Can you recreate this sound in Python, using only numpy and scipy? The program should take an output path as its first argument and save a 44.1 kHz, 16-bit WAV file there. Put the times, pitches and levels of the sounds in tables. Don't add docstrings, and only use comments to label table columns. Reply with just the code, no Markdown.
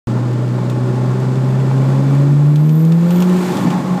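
import sys
import numpy as np
from scipy import signal
from scipy.fft import rfft, irfft
from scipy.io import wavfile
from scipy.ndimage import uniform_filter1d, minimum_filter1d

SR = 44100
rng = np.random.default_rng(int(sys.argv[2]) if len(sys.argv) > 2 else 0)


def wav_record(signal):
    frames = np.transpose(np.atleast_2d(signal))
    bounded = np.clip(frames, -1, 1)
    quanta = np.round(bounded * 32767).astype(np.int16)
    wavfile.write(sys.argv[1], SR, quanta)


N = 176400
T, FREQS = np.arange(N) / SR, np.fft.rfftfreq(N, 1 / SR)


def amp(db):
    return 10 ** (np.asarray(db) / 20)


def unit(x):
    return x / np.sqrt(np.mean(x ** 2) + 1e-20)


def curve(rows):
    times, *columns = np.transpose(rows)
    return np.array([np.interp(T, times, column) for column in columns])


def colour(x, spectrum, tilt_db=0, peaks=()):
    hz = np.fft.rfftfreq(len(x), 1 / SR) + 1
    points_hz, db = np.transpose(spectrum)
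    shape_db = np.interp(np.log(hz), np.log(points_hz), db)
    shape_db += tilt_db * np.log2(np.maximum(hz / 1000, 1))
    shape_db += sum(boost / (1 + (2 * (hz - centre) / width) ** 2) for centre, width, boost in peaks)
    return unit(irfft(rfft(x) * amp(shape_db), len(x)))


def wander(rate_hz):
    return unit(irfft(rfft(rng.standard_normal(N)) * np.exp(-(FREQS / rate_hz) ** 2), N))


def add(mix, start, sound):
    part = mix[round(start * SR):][:len(sound)]
    part += sound[:len(part)]


def strike(mix, start, db, t60, spectrum, peaks, tilt_db=0):
    rise_s, crack_s = .0008, .003
    t = np.arange(SR // 4) / SR
    lead = t.mean()
    age = np.maximum(t - lead, 0)
    envelope = amp(db - 60 * age / t60) * np.minimum(age / rise_s, 1)
    crack = 1 + 1.13 * np.exp(-age / crack_s)
    burst = rng.standard_normal(len(t)) * envelope * crack
    add(mix, start - lead, burst.std() * colour(burst, spectrum, tilt_db, peaks))


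# time in seconds, firing rate in Hz, boom level in dB.
ENGINE_REVS = [(.13, 122, -17), (.45, 123.9, -16), (.62, 124.3, -17.5), (.9, 125, -16),
               (1.25, 128.4, -15.5), (1.4, 130.2, -14.3), (1.8, 133.2, -12), (1.93, 134.9, -13),
               (2.05, 137.1, -12), (2.2, 140.5, -9.5), (2.55, 148.4, -6), (2.75, 156.7, -6),
               (2.93, 165.7, -5), (3.1, 173.8, -9), (3.22, 179.5, -8.5), (3.33, 181.5, -7.5),
               (3.45, 181, -18.5), (3.65, 181.9, -23.5), (3.77, 181.6, -12.5), (3.83, 183, -22),
               (3.93, 181.1, -12), (4, 183, -22)]
MAIN_ORDERS = [1.5, 2, 2.5, 3, 4]
# time in seconds, then a level in dB for each.
ORDER_SWELLS = [(.2, -36, -30, -32, -47, -53), (.6, -31, -34, -35, -33, -54),
                (1, -26.5, -30, -38, -31.5, -53), (1.55, -31, -33.5, -44, -31, -45),
                (1.8, -26.5, -28.5, -45, -36, -43), (2, -26.5, -22.5, -47, -43, -33.5),
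                (2.2, -36, -20.5, -39.5, -43, -34), (2.55, -40, -24, -30, -44, -44.5),
                (2.72, -19.5, -24, -44, -31.5, -40), (2.88, -50, -22.5, -32, -30, -37),
                (3.1, -47, -28.5, -45, -30.5, -52), (3.35, -51, -18.5, -43, -36.5, -50),
                (3.52, -52, -24, -54, -46, -52), (3.62, -44, -34, -55, -46, -51),
                (4, -41, -49, -55, -55, -58)]
# multiple of the firing rate, level in dB before the trim.
FILL_ORDERS = [(.5, -55), (1.25, -42), (1.75, -40), (3.5, -51), (4.5, -47), (5, -50)]

def engine(rough_hz=14, overtone_rough=.22, fill_trim_db=.5):
    firing_hz, boom_db = curve(ENGINE_REVS)
    cycles = np.cumsum(firing_hz) / SR

    def tone(order, db, rough=overtone_rough):
        unsteady = 1 + rough * (wander(rough_hz) + 1j * wander(rough_hz))
        return np.sqrt(2) * amp(db) * (unsteady * np.exp(2j * np.pi * order * cycles)).real
    boom = tone(1, boom_db, rough=.033)
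    overtones = sum(tone(order, db) for order, db in zip(MAIN_ORDERS, curve(ORDER_SWELLS)))
    fill = sum(tone(order, db + fill_trim_db) for order, db in FILL_ORDERS)
    return boom + overtones + fill


# centre in Hz, width in Hz, boost in dB.
BODY_RING = [(851, 53, 3.5), (1057, 21, 4.5), (1397, 90, 4), (1786, 62, 4.5), (2295, 30, 7), (2535, 43, 1),
             (3464, 110, 3.5)]

def rolling(spectrum, fader, flutter_db, flutter_hz):
    grain = rng.standard_normal(N) * amp(flutter_db * wander(flutter_hz))
    return colour(grain, spectrum, peaks=BODY_RING) * amp(curve(fader)[0])


# frequency in Hz, gain in dB.
ROAR_EQ = [(20, -35), (45, -29.5), (80, -21), (105, -12), (135, -1.5), (175, -3), (230, 0.5), (285, -7),
           (340, -3.5), (410, -8), (480, -10.5), (590, -9.5), (710, -19), (840, -14), (930, -18.5),
           (1080, -17), (1250, -21.5), (1800, -27.5), (2300, -32), (3100, -35), (4800, -36.5),
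           (5800, -40.5), (7500, -39.5), (8800, -44), (9900, -51.5), (15000, -55.5)]
# time in seconds, level in dB.
ROAR_FADER = [(0, -20), (.2, -24), (.7, -23.5), (1.1, -22.5), (1.5, -23), (1.9, -21.5), (2.15, -22),
              (2.35, -23), (2.72, -26), (3.1, -21.5), (3.5, -21.5), (4, -23)]

def road_roar():
    return rolling(ROAR_EQ, ROAR_FADER, flutter_db=.62, flutter_hz=70)


# frequency in Hz, gain in dB.
GLASS_EQ = [(20, -62.5), (300, -29.5), (800, -9), (1300, -11), (2000, -10), (2600, 0), (3500, -4),
            (4600, -9.5), (7500, -10), (10000, -16.5), (15000, -22)]
# centre in Hz, width in Hz, boost in dB.
TICK_RING = [(1300, 200, 12.5), (3550, 250, 4.5), (7200, 900, 0.5)]
# start in seconds, level in dB, t60 in seconds, tilt in dB per octave.
GLASS_TICKS = [(.698, -35, .08, 1), (1.2, -44, .04, 4), (1.504, -41, .04, 0), (2.15, -41, .06, 2),
               (2.558, -30, .05, -1), (2.692, -35, .1, 1), (2.85, -33, .03, 4), (2.921, -30, .06, -1),
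               (3.106, -30, .08, 1), (3.159, -33, .04, 0), (3.203, -32, .07, 1), (3.2225, -23, .045, -1),
               (3.295, -31, .04, 1), (3.57, -32, .07, 1), (3.703, -30, .08, -1)]

def windscreen(drops_per_s=60, patter_db=-60, spread_db=4):
    sizes = amp(spread_db * np.minimum(rng.exponential(1, N), 4))
    lands = rng.random(N) < drops_per_s / SR
    out = amp(patter_db) * colour(sizes * lands, GLASS_EQ)
    for start, db, t60, tilt_db in GLASS_TICKS:
        strike(out, start, db, t60, GLASS_EQ, TICK_RING, tilt_db)
    return out


# start in seconds, level in dB, t60 in seconds.
TYRE_KNOCKS = [(.168, -28, 0.18), (.582, -32, 0.046), (1.713, -24.5, 0.052), (2.918, -26, 0.059),
               (3.221, -22, 0.05)]
# frequency in Hz, gain in dB.
KNOCK_EQ = [(20, -50), (200, -13), (400, -4), (600, 0.5), (850, 2), (1100, -6), (1600, -18), (3000, -30),
            (15000, -59)]

def knocks():
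    out = np.zeros(N)
    for start, db, t60 in TYRE_KNOCKS:
        strike(out, start, db, t60, KNOCK_EQ, BODY_RING)
    return out


# frequency in Hz, gain in dB.
RUMBLE_EQ = [(20, -25), (40, -14), (62, 5), (85, -5), (120, -11), (300, -49), (15000, -91.5)]
# time in seconds, level in dB.
RUMBLE_FADER = [(0, -58), (2, -55), (2.55, -39.5), (2.85, -58), (3.15, -47), (3.38, -46), (3.5, -58),
                (4, -68)]

def body_rumble():
    return rolling(RUMBLE_EQ, RUMBLE_FADER, flutter_db=2, flutter_hz=8)


# frequency in Hz, gain in dB.
SWISH_EQ = [(20, -61), (6000, -26), (10500, -13), (12400, 4.5), (14500, -6), (15300, -4)]
# centre in Hz, width in Hz, gain in dB.
SQUEAL_BANDS = [(13100, 380, -2), (13660, 340, 0), (13400, 2000, -7)]
# start in seconds, length in seconds, level in dB.
SQUEALS = [(2.616, 0.3, -44), (3.055, 0.23, -38)]

def wiper(chatter_hz=70, chatter_db=4):
    def swell(start, length, db):
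        return amp(db) * np.sin(np.pi * np.clip((T - start) / length, 0, 1))
    bands = sum(amp(db) / (1 + (2 * (FREQS - hz) / width) ** 2) ** 2 for hz, width, db in SQUEAL_BANDS)
    rubber = irfft(rfft(rng.standard_normal(N)) * bands, N)
    squeal = unit(rubber * amp(chatter_db * wander(chatter_hz)))
    swish = colour(rng.standard_normal(N), SWISH_EQ) * swell(start=2.4, length=.75, db=-48.5)
    return swish + squeal * sum(swell(*row) for row in SQUEALS)


# frequency in Hz, gain in dB.
SPRAY_EQ = [(20, -42.5), (150, -23), (400, -25), (700, -4), (840, 4), (960, 3), (1400, -6), (2200, -8),
            (3200, -12), (4600, -14), (5400, -18), (7500, -15), (8700, -19), (9900, -23.5), (12500, -21.5),
            (15000, -26)]
# time in seconds, level in dB.
SPRAY_FADER = [(0, -58), (2.6, -38), (2.95, -36), (3.2, -31), (3.45, -26.5), (3.58, -29), (3.72, -32.5),
               (3.8, -37), (4, -39)]

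def spray():
    return rolling(SPRAY_EQ, SPRAY_FADER, flutter_db=.5, flutter_hz=118)


# frequency in Hz, gain in dB.
HOWL_EQ = [(20, -61), (400, -30), (650, -11), (780, 1.5), (900, 2), (980, -14), (1100, 0.5), (1300, -16.5),
           (2100, -18.5), (3000, -32.5), (7000, -33.5), (15000, -60)]
# time in seconds, level in dB.
HOWL_FADER = [(0, -73), (2.798, -51), (3.2, -36), (3.62, -31.5), (3.74, -19), (3.82, -29.5), (4, -31)]

def tread_howl():
    return rolling(HOWL_EQ, HOWL_FADER, flutter_db=-1.5, flutter_hz=50)


# frequency in Hz, gain in dB.
PATCH_EQ = [(20, -60), (70, -39), (100, -28), (135, 3.5), (190, 8), (235, -8.5), (285, 2.5), (350, -4.5),
            (450, -19), (650, -15), (1300, -32), (3000, -35), (7000, -39), (15000, -66.5)]
# time in seconds, level in dB.
PATCH_FADER = [(0, -61), (3.35, -45), (3.52, -20), (3.59, -17), (3.63, -28.5), (3.67, -14.5), (3.76, -18),
               (3.83, -20.5), (4, -28)]

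def rough_patch():
    return rolling(PATCH_EQ, PATCH_FADER, flutter_db=1.5, flutter_hz=40)


# pitch in Hz, relative level in dB, t60 in seconds.
CABIN_MODES = [(62, -22, .12), (137, -4.5, 0.15), (181.7, 0, 0.17), (240, 1, .16), (305, -1, 0.15)]
# start in seconds, gain in dB.
WHEEL_THUMPS = [(3.640, -5), (3.735, -15)]

def thumps(rise_s=.0089):
    out, t = np.zeros(N), np.arange(SR // 2) / SR
    ring = sum(amp(db - 60 * t / t60) * np.sin(2 * np.pi * hz * t) for hz, db, t60 in CABIN_MODES)
    for start, db in WHEEL_THUMPS:
        add(out, start, amp(db) * ring * np.minimum(t / rise_s, 1))
    return out


def scene():
    tyres = road_roar() + spray() + rough_patch() + tread_howl() + body_rumble()
    return (tyres + engine() + knocks() + thumps() + windscreen() + wiper())[None]


def record(dry):
    ceiling_db, recover_db_per_s, cut_in_s, cutoff_hz = -3.6, 10.5, .072, 15300
    headroom_db = -20 * np.log10(abs(dry[0]) + 1e-9)
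    peak_db = -minimum_filter1d(headroom_db, size=300)
    recovery_db = T * recover_db_per_s
    held_db = np.maximum.accumulate(peak_db + recovery_db) - recovery_db
    reduction_db = uniform_filter1d(np.maximum(held_db - ceiling_db, 0), size=300)
    limited = dry * amp(-reduction_db) * (T >= cut_in_s)
    lowpass = signal.firwin(511, cutoff_hz, window=("kaiser", 9), fs=SR)
    return signal.oaconvolve(limited, lowpass[None], "same")


dry = scene()
out = record(dry)
wav_record(out)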